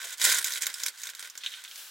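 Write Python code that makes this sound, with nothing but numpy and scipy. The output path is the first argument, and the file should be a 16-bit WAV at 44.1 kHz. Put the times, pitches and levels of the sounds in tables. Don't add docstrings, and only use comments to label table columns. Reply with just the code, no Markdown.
import sys
import numpy as np
from scipy import signal
from scipy.fft import rfft, irfft
from scipy.io import wavfile
from scipy.ndimage import uniform_filter1d

SR = 44100
rng = np.random.default_rng(int(sys.argv[2]) if len(sys.argv) > 2 else 0)


def dump_mix(stems):
    frames = np.atleast_2d(stems).T
    limited = np.clip(frames, -1, 1)
    pcm = np.round(limited * 32767).astype(np.int16)
    wavfile.write(sys.argv[1], SR, pcm)


N = 83790
SIZE = 8192


# [start_s, level_db, ring_hz]
CREASE_SNAPS = [(.0185, -48, 3200), (.0425, -37, 3080), (.0505, -39.5, 7600), (.1275, -38, 6500),
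                (.2155, -24.5, 5140), (.2422, -23, 6900), (.2472, -27, 5760), (.2510, -24.5, 5030),
                (.2635, -25.5, 2000), (.2980, -24, 7200), (.3185, -28.5, 1690), (.3240, -22, 9200),
                (.3452, -23.5, 7240), (.3850, -26.5, 7060), (.3905, -31, 1990), (.4150, -35.5, 8900),
                (.4440, -23.5, 7100), (.4780, -36, 2000), (.5052, -34, 5900), (.5142, -42.5, 7000),
                (.5212, -31, 5700), (.5365, -31.5, 4140), (.5580, -32.5, 2110), (.5738, -36, 2130),
                (.6090, -41, 9000), (.6212, -26, 8500), (.6345, -32, 3650), (.6578, -33.5, 6500),
                (.6675, -24, 4180), (.6930, -40.5, 1550), (.7412, -32, 5200), (.8015, -37, 4100),
                (.8353, -26.5, 5900), (.8628, -26, 5940), (.8830, -30, 4500), (.9857, -48, 6840),
                (1.0348, -33.5, 6600), (1.0552, -40, 7660), (1.0708, -36, 3700), (1.0910, -43, 2670),
                (1.0985, -40.5, 7700), (1.1350, -45.5, 1640), (1.1500, -40, 6700), (1.1942, -38, 3200),
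                (1.2045, -41.5, 3430), (1.2260, -39.5, 1410), (1.2495, -43, 1450), (1.2992, -41, 5840),
                (1.3540, -44.5, 1650), (1.3763, -36, 3440), (1.7580, -41.5, 4200)]
# [start_s, level_db, ring_hz]
WALL_FLEXES = [(.0440, -50, 667), (.2660, -38.5, 534), (.8353, -59, 546)]
# [start_s, end_s, start_level_db, end_level_db]
SQUEEZE_SPELLS = [(0, .142, -39, -40), (.172, .216, -44, -29), (.218, .25, -27, -20.5),
                  (.25, .324, -22.5, -24), (.33, .392, -27.5, -28), (.41, .428, -36, -32.5),
                  (.448, .482, -32, -30.5), (.488, .582, -38.5, -34), (.608, .642, -35.5, -32.5),
                  (.652, .704, -69, -35), (.715, .83, -46, -39), (.858, .892, -32.5, -40),
                  (.92, 1.025, -56.5, -41), (1.03, 1.104, -44, -40), (1.16, 1.275, -50, -43.5),
                  (1.28, 1.42, -83, -50), (1.44, 1.625, -45, -50), (1.637, 1.7, -42, -67)]
# [freq_hz, gain_db]
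PAPER_COLOUR = [(59, -73), (140, -43), (403, -20.5), (530, -17), (640, -22), (936, -17), (1090, -11.5),
                (1210, -14.5), (1400, -1.5), (1550, 1), (1840, -7), (2090, 0.5), (2750, -7), (3540, 2),
                (4370, -4), (7100, -1.5), (15500, -9.5)]
# [freq_hz, gain_db]
WALL_COLOUR = [(150, -36.5), (520, 0), (850, -8), (2000, -15)]
BUCKLES_PER_S, BAG_PAN_DB = 950, -2.5
SNAP_WET_DB = -2.5


def bag():
    tail = cabin()
    creases = snaps(CREASE_SNAPS, PAPER_COLOUR, cabin(), SNAP_WET_DB)
    flexes = snaps(WALL_FLEXES, WALL_COLOUR, tail)
    crumpling = crumple(SQUEEZE_SPELLS, PAPER_COLOUR, tail, BUCKLES_PER_S)
    return (creases + flexes + crumpling) * pan(BAG_PAN_DB)


# [start_s, level_db, ring_hz]
BITE_CRUNCHES = [(1.4362, -36, 3650), (1.4465, -39.5, 2400), (1.4622, -27, 3870), (1.4660, -40, 4030),
                 (1.4740, -47, 1530), (1.5390, -38, 3020), (1.6495, -41, 2870), (1.6780, -45, 3600),
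                 (1.7125, -43.5, 3420)]
# [start_s, end_s, start_level_db, end_level_db]
CRACKLE_SPELLS = [(1.4, 1.495, -48.5, -52.5), (1.51, 1.595, -44, -50.5)]
# [freq_hz, gain_db]
FOOD_COLOUR = [(100, -59), (500, -29), (1050, -42), (1420, -11), (2000, -12), (3650, 1), (4300, -8),
               (4900, -13.5), (6300, -12.5), (9000, -28), (15500, -37)]
CRACKLES_PER_S, BITE_PAN_DB = 1300, -1.5
BITE_WET_DB = -8


def bite():
    tail = cabin()
    crunches = snaps(BITE_CRUNCHES, FOOD_COLOUR, tail, BITE_WET_DB)
    crackle = crumple(CRACKLE_SPELLS, FOOD_COLOUR, tail, CRACKLES_PER_S)
    return (crunches + crackle) * pan(BITE_PAN_DB)


# [start_s, end_s, start_level_db, end_level_db]
SLEEVE_SWISHES = [(1.68, 1.772, -49, -47), (1.776, 1.9, -42, -48.5)]
# [freq_hz, gain_db]
CLOTH_COLOUR = [(88, -48), (352, -18.5), (1240, -12), (1600, -0.5), (2020, -10.5), (2920, -1.5),
                (15500, -7.5)]
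SLEEVE_PAN_DB = 0.5


def sleeve():
    return hiss(CLOTH_COLOUR) * effort(SLEEVE_SWISHES) * pan(SLEEVE_PAN_DB)


# [freq_hz, gain_db]
AIR_COLOUR = [(30, -37), (480, -24), (750, -17), (1450, -4), (2000, -8.5), (3600, -5.5), (15500, -21.5)]
AIR_DB = -55.5


def air():
    return undb(AIR_DB) * hiss(AIR_COLOUR)


SNAP_SPAN_S = 0.0085


def snaps(rows, colour, tail, wet_db=0):
    out = np.zeros((2, N + SIZE))
    for start_s, level_db, ring_hz in rows:
        snap = through(crack(), facet(colour, ring_hz))
        heard = through(snap, paths(tail, wet_db))
        i = int(start_s * SR)
        out[:, i:i + SIZE] += unit(heard) * undb(level_db) * np.sqrt(2 * SNAP_SPAN_S * SR)
    return out[:, :N]


CRACK_DECAY_S, CRACK_EVEN = 0.00038, 0.3


def crack():
    burst = rng.standard_normal(SIZE) * np.exp(-np.arange(SIZE) / SR / CRACK_DECAY_S)
    chance_db = 20 * np.log10(np.abs(rfft(burst)))
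    return through(burst, response(-CRACK_EVEN * chance_db))


FACET_LOW_HZ, FACET_HIGH_HZ, MIDDLE_FACET_HZ = 1316, 9700, 4440
FACET_DB, FACET_WIDTH_HZ = 6, 900
SMALL_TILT_DB_PER_OCTAVE = 2.1
FOLD_SHIFT = 0.02


def facet(colour, ring_hz):
    smallness = ring_hz / MIDDLE_FACET_HZ
    width_hz = FACET_WIDTH_HZ * smallness ** 1.5
    ring_db = FACET_DB / (1 + (2 * (bins() - ring_hz) / width_hz) ** 2)
    octaves = np.log2(np.maximum(bins(), FACET_LOW_HZ) / ring_hz)
    tilt_db = SMALL_TILT_DB_PER_OCTAVE * (1 - 1 / smallness) * octaves
    folded = np.array(colour) * [1 + FOLD_SHIFT * rng.uniform(-1, 1), 1]
    return response(along(folded) + ring_db + tilt_db)


BUCKLE_SPREAD_DB, WANDER_DB, STEADY_S = 5.5, 4, 0.015


def crumple(spells, colour, tail, rate_per_s, count=14):
    uneven_db = BUCKLE_SPREAD_DB * np.clip(rng.standard_normal((count, N)), -2, 2)
    strain_db = WANDER_DB * wander(count)
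    sign = rng.choice([-1, 1], (count, N))
    fires = rng.random((count, N)) < rate_per_s / count / SR
    clicks = undb(uneven_db + strain_db) * sign * fires
    power = uniform_filter1d(np.sum(clicks ** 2, axis=0), int(STEADY_S * SR))
    clicks = clicks * effort(spells) / np.sqrt(np.abs(power) + 1e-6)
    out = np.zeros((2, N))
    for row, ring_hz in zip(clicks, np.geomspace(FACET_LOW_HZ, FACET_HIGH_HZ, count)):
        heard = through(paths(tail), facet(colour, ring_hz))
        out += through(row, np.sqrt(2) * unit(heard))
    return out


WANDER_PER_S = 60


def wander(count):
    steps = np.arange(N) / SR * WANDER_PER_S
    rows = rng.standard_normal((count, SIZE))
    return np.array([np.interp(steps, np.arange(SIZE), row) for row in rows])


ATTACK_S, RELEASE_S = 0.0026, 0.0021


def effort(spells):
    t, power = np.arange(N) / SR, 0
    for start_s, end_s, start_db, end_db in spells:
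        rise = np.minimum(t - start_s, 0) / ATTACK_S
        fall = np.maximum(t - end_s, 0) / RELEASE_S
        level = undb(np.interp(t, [start_s, end_s], [start_db, end_db]))
        power = power + (np.exp(rise - fall) * level) ** 2
    return np.sqrt(power)


def hiss(colour):
    noise = spread(*rng.standard_normal((2, N)))
    return through(noise, unit(response(along(colour))))


CABIN_DB, EARLY_DB = 6.5, 3.5
EARLY_T60_S = 0.019


def paths(tail, wet_db=0):
    parts = []
    for part in tail:
        early = unit(rng.standard_normal(SIZE) * fade(EARLY_T60_S))
        parts.append(undb(CABIN_DB) * unit(part) + undb(EARLY_DB) * early)
    ir = undb(wet_db) * spread(*parts)
    ir[:, 0] += 1
    return ir


CABIN_T60_S, CABIN_LOW_T60_S, CABIN_SPLIT_HZ = 0.072, 0.13, 1750


def cabin():
    bands = []
    for kind in ("low", "high"):
        sos = signal.butter(2, CABIN_SPLIT_HZ, kind, fs=SR, output="sos")
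        bands.append(signal.sosfilt(sos, rng.standard_normal((2, SIZE))))
    low, high = bands
    return low * fade(CABIN_LOW_T60_S) + high * fade(CABIN_T60_S)


def fade(t60_s):
    return np.exp(-np.log(1000) * np.arange(SIZE) / SR / t60_s)


# [freq_hz, gain_db]
SIDE_WIDTH = [(200, -18.5), (1300, -10), (2500, -9.5), (12000, -8)]


def spread(mid, side):
    return mid + through(side, response(along(SIDE_WIDTH))) * np.array([[1], [-1]])


def pan(db):
    return undb(np.array([[db], [-db]]) / 2)


def through(x, ir):
    return signal.fftconvolve(np.atleast_2d(x), np.atleast_2d(ir), axes=-1)[:, :np.shape(x)[-1]]


def response(db):
    cep = irfft(np.log(undb(db)))
    cep[1:SIZE // 2] *= 2
    cep[SIZE // 2 + 1:] = 0
    return irfft(np.exp(rfft(cep)))


def along(points):
    hz, db = np.array(points, float).T
    return np.interp(np.log(bins()), np.log(hz), db)


def bins():
    return np.maximum(np.arange(SIZE // 2 + 1), 1) * SR / SIZE


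def unit(x):
    return x / np.sqrt(np.sum(x ** 2))


def undb(db):
    return 10 ** (np.asarray(db) / 20)


def scene():
    return bag() + bite() + sleeve() + air()


TOP_HZ = 15900


def record(dry):
    sos = signal.ellip(10, 0.2, 80, TOP_HZ, fs=SR, output="sos")
    return signal.sosfilt(sos, dry)


dry = scene()
out = record(dry)
dump_mix(out)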